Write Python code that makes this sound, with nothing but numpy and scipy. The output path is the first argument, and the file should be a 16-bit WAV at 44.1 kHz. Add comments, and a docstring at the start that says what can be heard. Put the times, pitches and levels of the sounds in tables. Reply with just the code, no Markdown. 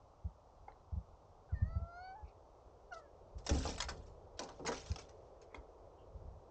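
"""A cat in an open yard gives a long rising meow and a short chirp, then scrabbles up a board fence.
Its voice is a row of vocal-fold harmonics shaped by a moving mouth and a fixed throat.
Its claws catch and drag, snapping fibres of the dry wood, while its paws knock the loose boards.
The hand-held microphone rumbles and is bumped now and then; air and traffic murmur in the distance."""
import sys
import numpy as np
from scipy import signal
from scipy.fft import rfft, irfft
from scipy.io import wavfile
from scipy.ndimage import uniform_filter1d

SR = 44100
rng = np.random.default_rng(int(sys.argv[2]) if len(sys.argv) > 2 else 0)


def dump(signal):
    """Clip the signal to [-1, 1] and save it as 16-bit WAV at the path in sys.argv[1]."""
    limited = np.clip(np.atleast_2d(signal).T, -1, 1)
    pcm = np.round(limited * 32767).astype(np.int16)
    wavfile.write(sys.argv[1], SR, pcm)


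N = 287034
TIME = np.arange(N) / SR


def from_db(db):
    """Decibels to gain."""
    return 10 ** (np.asarray(db) / 20)


def unit_rms(x):
    """Scale to an rms of 1."""
    return x / np.sqrt(np.mean(x ** 2) + 1e-20)


def peak_at(x, db):
    """Scale to a given peak level."""
    return from_db(db) * x / np.abs(x).max()


def curves(rows):
    """Each column after the time column, interpolated at every sample."""
    times, *columns = np.transpose(rows)
    return [np.interp(TIME, times, column) for column in columns]


def fade(t, t60):
    """Exponential decay, 60 dB down after t60 seconds."""
    return np.exp(-np.log(1000) * np.maximum(t, 0) / t60)


def envelope(t, attack_s, hold_s, t60):
    """Rise, hold, then die away."""
    return np.clip(t / attack_s, 0, 1) * fade(t - hold_s, t60)


def drift(rate_hz):
    """Smooth random wander with an rms of 1."""
    knots = rng.standard_normal(int(TIME[-1] * rate_hz) + 2)
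    return unit_rms(np.interp(TIME * rate_hz, np.arange(len(knots)), knots))


def band(x, low_hz, high_hz, order=2):
    """Causal band-pass."""
    edges = [low_hz, np.clip(high_hz, low_hz + 10, SR / 2 - 10)]
    return signal.sosfilt(signal.butter(order, edges, "band", fs=SR, output="sos"), x + 1e-18)


def coloured(x, spectrum, size=8192):
    """Causal (minimum-phase) filter with the given spectrum and unit power gain."""
    hz, db = np.transpose(spectrum)
    bin_hz = np.arange(size // 2 + 1) * SR / size
    gain = unit_rms(from_db(np.interp(np.log(bin_hz + 1), np.log(hz), db)))
    cepstrum = irfft(np.log(gain))
    cepstrum[1:size // 2] *= 2
    cepstrum[size // 2 + 1:] = 0
    return signal.fftconvolve(x, irfft(np.exp(rfft(cepstrum))))[:len(x)]


def add(out, start_s, sound):
    """Mix a sound in at its start time."""
    at = int(start_s * SR)
    out[at:at + len(sound)] += sound[:N - at]


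# Far murmur and thin hiss around the yard. Each row: frequency in Hz, relative level in dB.
AIR_COLOUR = [(120, -26), (280, -13), (400, -11.5), (540, -6), (760, -5), (1020, -9.5), (1300, -17),
              (1650, -32.5), (2200, -34), (4000, -34), (6000, -32.5), (7500, -40), (9400, -52),
              (12000, -79)]
# Traffic, a long way off, draws near and recedes. Each row: time in seconds, level in dB.
TRAFFIC_SWELL = [(0, -81.5), (2.6, -66.5), (5.2, -61), (6.5, -64)]

def air_and_traffic():
    """A steady murmur from beyond the yard, with traffic slowly swelling in its lower part."""
    traffic = unit_rms(band(rng.standard_normal(N), 368, 620))
    air = coloured(rng.standard_normal(N), AIR_COLOUR)
    return from_db(-66) * air + from_db(curves(TRAFFIC_SWELL)[0]) * traffic


# Bumps right on the microphone's handle. Each row: start in seconds, peak of the swing in dB.
HANDLE_BUMPS = [(0.244, -33), (.921, -34), (.961, -32.5), (1.522, -29.5), (1.617, -24), (1.709, -45),
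                (1.755, -28.5), (1.812, -34.5), (2.224, -42.5), (3.35, -40), (4.9, -30.5), (5.571, -47),
                (6.143, -42)]
# The hand shifts its hold. Each row: middle in seconds, level in dB, half-length in seconds.
HAND_MOVES = [(1.655, -45.5, 0.11), (3.74, -52, 0.45), (4.82, -57.5, 0.31), (6.253, -54.5, 0.16)]
# Deep rumble, of the hand and of the fence panel. Each row: frequency in Hz, relative level in dB.
RUMBLE_COLOUR = [(11, -32.5), (18, -9), (38, -3), (86, -2.5), (124, -13.5), (157, -13.5), (188, -21),
                 (230, -23.5), (300, -37), (510, -120)]

def microphone_handling(spread=1.33, firm_db=-29.5):
    """Bumps swing the handle with a dull creak, over a rumble that grows as the hand moves."""
    out, push = np.zeros(N), signal.unit_impulse(SR // 4)
    for start, db in HANDLE_BUMPS:
        hz = 75.7 + 1.2 * (db - firm_db)   # firmer bumps swing faster
        swing = band(push, hz / spread, hz * spread, order=3)
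        creak = band(rng.standard_normal(len(push)) * fade(TIME[:len(push)], .11), 135, 185, order=3)
        creak_db = db - 16 + 0.2 * min(db - firm_db, 0)
        add(out, start, peak_at(swing, db) + peak_at(creak, creak_db))
    still = from_db(-64.5)
    moving = sum(from_db(db) * np.exp(-((TIME - middle) / half) ** 2) for middle, db, half in HAND_MOVES)
    rumble_gain = np.hypot(still, moving) * from_db(drift(4.5))
    return out + rumble_gain * coloured(rng.standard_normal(N), RUMBLE_COLOUR)


# Small dry ticks over at the fence. Each row: start in seconds, peak in dB, lower and upper mode in Hz,
# upper mode's relative level in dB, t60 in seconds.
WOOD_TICKS = [(.681, -42, 800, 2120, -15.5, 0.015), (.72, -61.5, 1900, 4050, -4.5, .006),
              (5.545, -40, 1145, 2120, 4, 0.0085), (5.546, -50, 2460, 3343, 1, 0.015)]

def wood_ticks():
    """Light contacts ring two short modes, with a little grit between them."""
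    out, t = np.zeros(N), TIME[:SR // 8]
    onset = (1 - fade(t, 0.036)) ** 2
    for start, db, low_hz, high_hz, high_db, t60 in WOOD_TICKS:
        ring = np.sin(2 * np.pi * low_hz * t) + from_db(high_db) * np.sin(2 * np.pi * high_hz * t)
        grit = 0.4 * band(rng.standard_normal(len(t)), low_hz, high_hz, order=4)
        add(out, start, peak_at((ring + grit) * fade(t, t60) * onset, db))
    return out


# Modes of the yard fence. Each row: frequency in Hz, relative level in dB, t60 in seconds.
FENCE_MODES = [(160, 8, 0.28), (261.7, 0, 0.41), (301.5, 4, 0.2), (380, -2.5, 0.23), (449, 2, 0.28),
               (568, -2.5, 0.13), (787, -6, 0.33), (865, -11, 0.07), (953, -3.5, 0.15), (1058, -15, 0.17),
               (1050, -12.5, 0.081), (1310, 1.5, 0.095), (1400, -3.5, 0.29), (1560, -3, 0.084),
               (1673, -3.5, 0.058), (1780, -12.5, 0.17), (2007, 3.5, 0.11)]

def fence_ring(crowd_db, crowd_t60):
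    """One spot on the fence rings: its main modes plus a dense, short-lived crowd of others; energy 1."""
    t = TIME[:SR // 2]
    chance = rng.random((len(FENCE_MODES), 2))
    modes = sum(from_db(db) * (.5 + strength) * np.sin(2 * np.pi * (hz * t + turn)) * fade(t, t60)
                for (hz, db, t60), (strength, turn) in zip(FENCE_MODES, chance))
    ring = modes + from_db(crowd_db) * rng.standard_normal(len(t)) * fade(t, crowd_t60)
    return ring / np.linalg.norm(ring)


# Paws strike the fence. Each row: start in seconds, claw force in dB, claw t60 in seconds,
# knock peak in dB, centre of the knock's band in Hz.
PAW_STRIKES = [(.681, -76, 0.023, -50.5, 613), (3.379, -68, 0.18, -60, 500),
               (3.464, -38.5, 0.061, -41.5, 540), (3.491, -37.5, 0.064, -32, 352),
               (3.511, -52, 0.065, -32, 222), (3.548, -51, 0.036, -34.5, 300),
               (3.652, -57, .06, -31.5, 530), (3.686, -50, 0.092, -33.5, 338),
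               (3.779, -47.5, 0.068, -47, 595), (3.802, -35.5, 0.059, -35.5, 950),
               (3.822, -41, 0.049, -33.5, 1030), (3.84, -51, 0.039, -45, 1000), (3.885, -54, .07, -36, 900),
               (3.915, -66, 0.064, -42.5, 365), (4.392, -37.5, 0.033, -37.5, 445),
               (4.418, -55, 0.078, -43, 464), (4.434, -47.5, 0.04, -46, 520), (4.488, -57.5, .06, -46, 567),
               (4.595, -74, 0.081, -40.5, 332), (4.649, -56.5, 0.12, -37.5, 503),
               (4.676, -42, 0.042, -34.5, 905), (4.686, -57, .05, -31.5, 430),
               (4.718, -49, 0.14, -35.5, 790), (4.915, -41, 0.012, -56, 550), (4.959, -47, 0.033, -47, 560),
               (4.983, -54, 0.18, -48, 630), (5.087, -65, 0.1, -55.5, 650), (5.415, -65.5, 0.1, -63, 1080),
               (5.544, -64, .11, -42.5, 547)]

def paw_knocks(spread=2.06):
    """A paw lands and the loose board chatters against its rail, ringing one band of the fence's modes."""
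    out, t = np.zeros(N), TIME[:SR // 2]
    for start, _, _, db, hz in PAW_STRIKES:
        rattle_t60 = min(0.22 * (500 / hz) ** 1.55, .3)   # duller, heavier blows rattle longer
        chatter = 0.045 * rng.standard_normal(len(t)) * fade(t, rattle_t60)
        chatter[0] = 1   # the landing itself
        blow = signal.fftconvolve(chatter, fence_ring(crowd_db=28.5, crowd_t60=0.083))[:len(t)]
        add(out, start, peak_at(band(blow, hz / spread, hz * spread, order=3), db))
    return out


# Claws slide down the boards. Each row: start in seconds, force in dB, hold and t60 in seconds.
CLAW_SLIDES = [(3.441, -68, .02, .1), (3.526, -52, .19, 0.34), (3.866, -67, 0.039, 0.65),
               (3.886, -44, 0.0077, 0.053), (4.057, -73, 0.021, 0.13), (4.37, -67.5, 0.056, 1),
               (4.66, -41.5, 0.024, 0.075), (4.737, -55.5, 0.068, 0.27), (4.853, -61, .05, 0.45),
               (5.1, -87.5, 0.19, .4)]

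def claw_force(snags_per_s=31, snag_db=4, snag_t60=.025):
    """At each strike the claws bite, slip briefly and let go; in between they slide and snag at random."""
    t = TIME[:SR // 3]
    snags = (rng.random(N) < snags_per_s / SR) * from_db(snag_db) ** 2
    uneven = 1 + signal.fftconvolve(snags, fade(t, snag_t60) ** 2)[:N]
    power = uneven * sum((from_db(db) * envelope(TIME - start, 0.0041, hold, t60)) ** 2
                         for start, db, hold, t60 in CLAW_SLIDES)
    for start, db, t60, _, _ in PAW_STRIKES:
        bite = from_db(db) * envelope(t, attack_s=0.00049, hold_s=0.041 * t60, t60=t60)
        add(power, start, bite ** 2)
    return np.sqrt(power)


def fibre_snaps(force, per_s, judder_db):
    """Wood fibres snap in uneven clumps; over a few milliseconds their strength follows the claw force."""
    clicks = (rng.random(N) < per_s / SR) * rng.standard_normal(N) * from_db(judder_db * drift(450))
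    local_rms = np.sqrt(uniform_filter1d(clicks ** 2, size=260) + 1e-9)
    return force * clicks / local_rms


def wood_grain(clicks, t60, direct, size=768):
    """As the claws move on, every spot of the grain rings briefly in its own way."""
    window, t, out = np.hanning(size), TIME[:size // 2], np.zeros(N)
    for at in range(0, N - size, size // 2):
        ring = rng.standard_normal(len(t)) * fade(t, t60)
        ring /= np.linalg.norm(ring)
        ring[0] += direct
        add(out, at / SR, np.convolve(window * clicks[at:at + size], ring / np.linalg.norm(ring)))
    return out


# Scratching on the boards' face and up on their edge. Each row: frequency in Hz, relative level in dB.
FACE_COLOUR = [(530, -30), (900, -3.5), (1830, -2.5), (2160, -5.5), (2520, -1.5), (3200, -2.5),
               (4000, -0.5), (5650, 1.5), (7660, -4), (9410, -30.5), (12200, -57), (20700, -120)]
EDGE_COLOUR = [(530, -24), (900, -8), (1100, -4), (1880, -3), (2200, -2), (2310, -1), (3300, -1), (6170, 1),
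               (8200, -13.5), (9410, -35), (12200, -66), (20700, -120)]

def claw_scratch(force, top_reached_s=4.2):
    """Dry snaps ring the grain; the colour changes as the cat reaches the top of the fence."""
    rasp = wood_grain(fibre_snaps(force, per_s=10000, judder_db=4.5), t60=0.013, direct=0.6)
    on_top = TIME > top_reached_s
    return coloured(rasp * ~on_top, FACE_COLOUR) + coloured(rasp * on_top, EDGE_COLOUR)


def resonance(hz, centre_hz, width_hz):
    """Gain of a steep-sided resonance, 1 on top."""
    return 1 / (1 + (2 * (hz - centre_hz) / width_hz) ** 2) ** 2


def fundamental_gain(start, db, swell_db_per_s, attack_s, hold_s, t60):
    """Strength of a call's lowest harmonic: it swells or sags steadily while held."""
    t = TIME - start
    return from_db(db + swell_db_per_s * np.clip(t, 0, hold_s)) * envelope(t, attack_s, hold_s, t60)


def cat_voice(pitch_curve, mouth_curve, throat_modes, fundamental, throat_db, effort_slope,
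              jitter, shimmer, mouth_width_hz, flutter_db):
    """Vocal-fold harmonics glide through the moving mouth and fixed throat; effort brightens them."""
    start, end = pitch_curve[0][0], pitch_curve[-1][0]
    on = (TIME > start) & (TIME < end)
    pitch, mouth_hz, effort_db = (curve[on] for curve in curves(pitch_curve) + curves(mouth_curve))
    bright_db = throat_db + effort_slope * (effort_db - effort_db.max())
    phase = 2 * np.pi * np.cumsum(pitch * (1 + jitter * drift(180)[on])) / SR
    rasp = .35 * fade(TIME[on] - start, t60=.3)   # the voice starts rough, then settles
    out = np.zeros(N)
    out[on] = fundamental[on] * np.sin(phase)
    for k in range(2, 12):
        hz = k * pitch
        mouth = from_db(effort_db) * resonance(hz, mouth_hz, mouth_width_hz)
        throat = sum(from_db(db) * resonance(hz, centre, width) for centre, width, db in throat_modes)
        # the weak upper overtones come and go as the folds close unevenly
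        throat *= from_db(bright_db + flutter_db * drift(30.3)[on])
        out[on] += np.hypot(mouth, throat) * np.sin(k * phase + rasp * drift(450)[on])
    edges = np.clip((TIME - start) / .004, 0, 1) * np.clip((end - TIME) / .045, 0, 1)
    return out * edges * (1 + shimmer * drift(70))


# The meow, out in the open yard. Each row: time in seconds, pitch in Hz.
MEOW_PITCH = [(1.49, 800), (1.555, 610), (1.615, 593), (1.7, 654), (1.95, 695.4), (2.05, 749),
              (2.146, 765.6), (2.162, 872), (2.26, 822)]
# The moving mouth. Each row: time in seconds, resonance in Hz, effort in dB.
MEOW_MOUTH = [(1.5, 1460, -67.5), (1.56, 1690, -56), (1.65, 1645, -58.5), (1.75, 1496, -53),
              (1.81, 1260, -63), (1.95, 1440, -53.5), (2.05, 1800, -50.5), (2.12, 1800, -53.5),
              (2.165, 1755, -73.5)]
# Upper throat resonances. Each row: centre in Hz, width in Hz, relative level in dB.
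MEOW_THROAT = [(2120, 240, -5), (3030, 460, -7), (4480, 1020, 7.5), (6280, 580, -2)]

def meow():
    """A long, swelling call: the pitch dips, climbs slowly and breaks upward near the end."""
    swell = fundamental_gain(MEOW_PITCH[0][0], db=-69.5, swell_db_per_s=36,
                             attack_s=.01, hold_s=0.63, t60=0.58)
    return cat_voice(MEOW_PITCH, MEOW_MOUTH, MEOW_THROAT, swell, throat_db=-74, effort_slope=2.5,
                     jitter=0.0051, shimmer=0.049, mouth_width_hz=715, flutter_db=2.0)


# Fur and dry leaves, faint at the microphone. Each row: start in seconds, level in dB,
# low and high band edge in Hz, length in seconds.
SOFT_RUSTLES = [(2.223, -77.5, 2100, 2680, 0.12), (2.272, -78, 3520, 5490, 0.033),
                (2.929, -61, 3450, 6260, 0.031), (2.931, -73, 3100, 7000, 0.096),
                (5.485, -76.5, 1800, 2400, 0.088), (5.967, -77, 2740, 3160, .08)]

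def rustles():
    """Fur and leaves stir in brief swells of narrow-band hiss."""
    out = np.zeros(N)
    for start, db, low_hz, high_hz, length in SOFT_RUSTLES:
        hiss = unit_rms(band(rng.standard_normal(SR // 4), low_hz, high_hz, order=3))
        swell = np.hanning(int(length * SR))
        add(out, start, from_db(db) * swell * hiss[:len(swell)])
    return out


# The chirp, just before the leap at the fence. Each row: time in seconds, pitch in Hz.
CHIRP_PITCH = [(2.909, 812), (2.938, 655), (2.987, 656), (3.003, 614), (3.06, 556), (3.11, 540)]
# The moving mouth. Each row: time in seconds, resonance in Hz, effort in dB.
CHIRP_MOUTH = [(2.911, 1560, -63), (2.924, 1390, -46), (2.942, 1420, -53.5), (2.985, 1450, -50.5),
               (3.005, 1390, -64), (3.1, 1650, -76)]
# Upper throat resonances. Each row: centre in Hz, width in Hz, relative level in dB.
CHIRP_THROAT = [(2815, 240, 9), (4570, 720, -6), (5870, 700, -6)]

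def chirp():
    """A short, unsteady call that sags as its pitch falls in two steps."""
    sag = fundamental_gain(CHIRP_PITCH[0][0], db=-48.5, swell_db_per_s=-115,
                           attack_s=.002, hold_s=0.15, t60=0.22)
    return cat_voice(CHIRP_PITCH, CHIRP_MOUTH, CHIRP_THROAT, sag, throat_db=-65, effort_slope=1.5,
                     jitter=0.021, shimmer=0.29, mouth_width_hz=810, flutter_db=5.0)


# The fence takes the leap. Each row: start in seconds, peak in dB, frequency in Hz, t60 in seconds.
PANEL_SWAY = [(3.512, -25.5, 69.9, 0.32)]

def panel_sway():
    """The whole panel sways under the cat's weight, and a low shudder follows."""
    out, t = np.zeros(N), TIME[:SR // 2]
    for start, db, hz, t60 in PANEL_SWAY:
        sway = np.sin(2 * np.pi * hz * t) * fade(t, t60) * (1 - fade(t, 0.0094))
        shudder = coloured(rng.standard_normal(len(t)), RUMBLE_COLOUR)
        shudder *= envelope(t, attack_s=0.051, hold_s=0.051, t60=0.73)
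        add(out, start, peak_at(sway, db) + from_db(db - 14) * shudder)
    return out


def yard(x, wet_db, t60):
    """The direct sound reaches the microphone, then faint scatter from the ground, boards and trees."""
    t = TIME[:SR // 2]
    tail = band(rng.standard_normal(len(t)), 230, 8600, order=1) * fade(t, t60) * (t > .004)
    return x + from_db(wet_db) * signal.fftconvolve(x, tail / np.linalg.norm(tail))[:N]


def scene():
    """Cat and fence are straight ahead of the microphone; only the scratching has a little width."""
    force = claw_force()
    claws = from_db(1.0) * claw_scratch(force)
    boards = from_db(-9.5) * signal.fftconvolve(claws, fence_ring(crowd_db=6.0, crowd_t60=0.087))[:N]
    climb = claws + boards + paw_knocks() + panel_sway() + wood_ticks() + rustles()
    mid = yard(meow() + chirp(), wet_db=-15.5, t60=0.2) + yard(climb, wet_db=-18.0, t60=0.18)
    mid += microphone_handling() + air_and_traffic()
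    wide_snaps = coloured(fibre_snaps(force, per_s=7000, judder_db=3.0), FACE_COLOUR)
    side = from_db(-15.0) * band(wide_snaps, 2600, 6400, order=4)
    return np.array([mid + side, mid - side])


def record(dry, cutoff_hz=9600):
    """A steep low-pass takes the top off the microphone's signal."""
    return signal.sosfilt(signal.ellip(10, .2, 70, cutoff_hz, fs=SR, output="sos"), dry)


dry = scene()
out = record(dry)
dump(out)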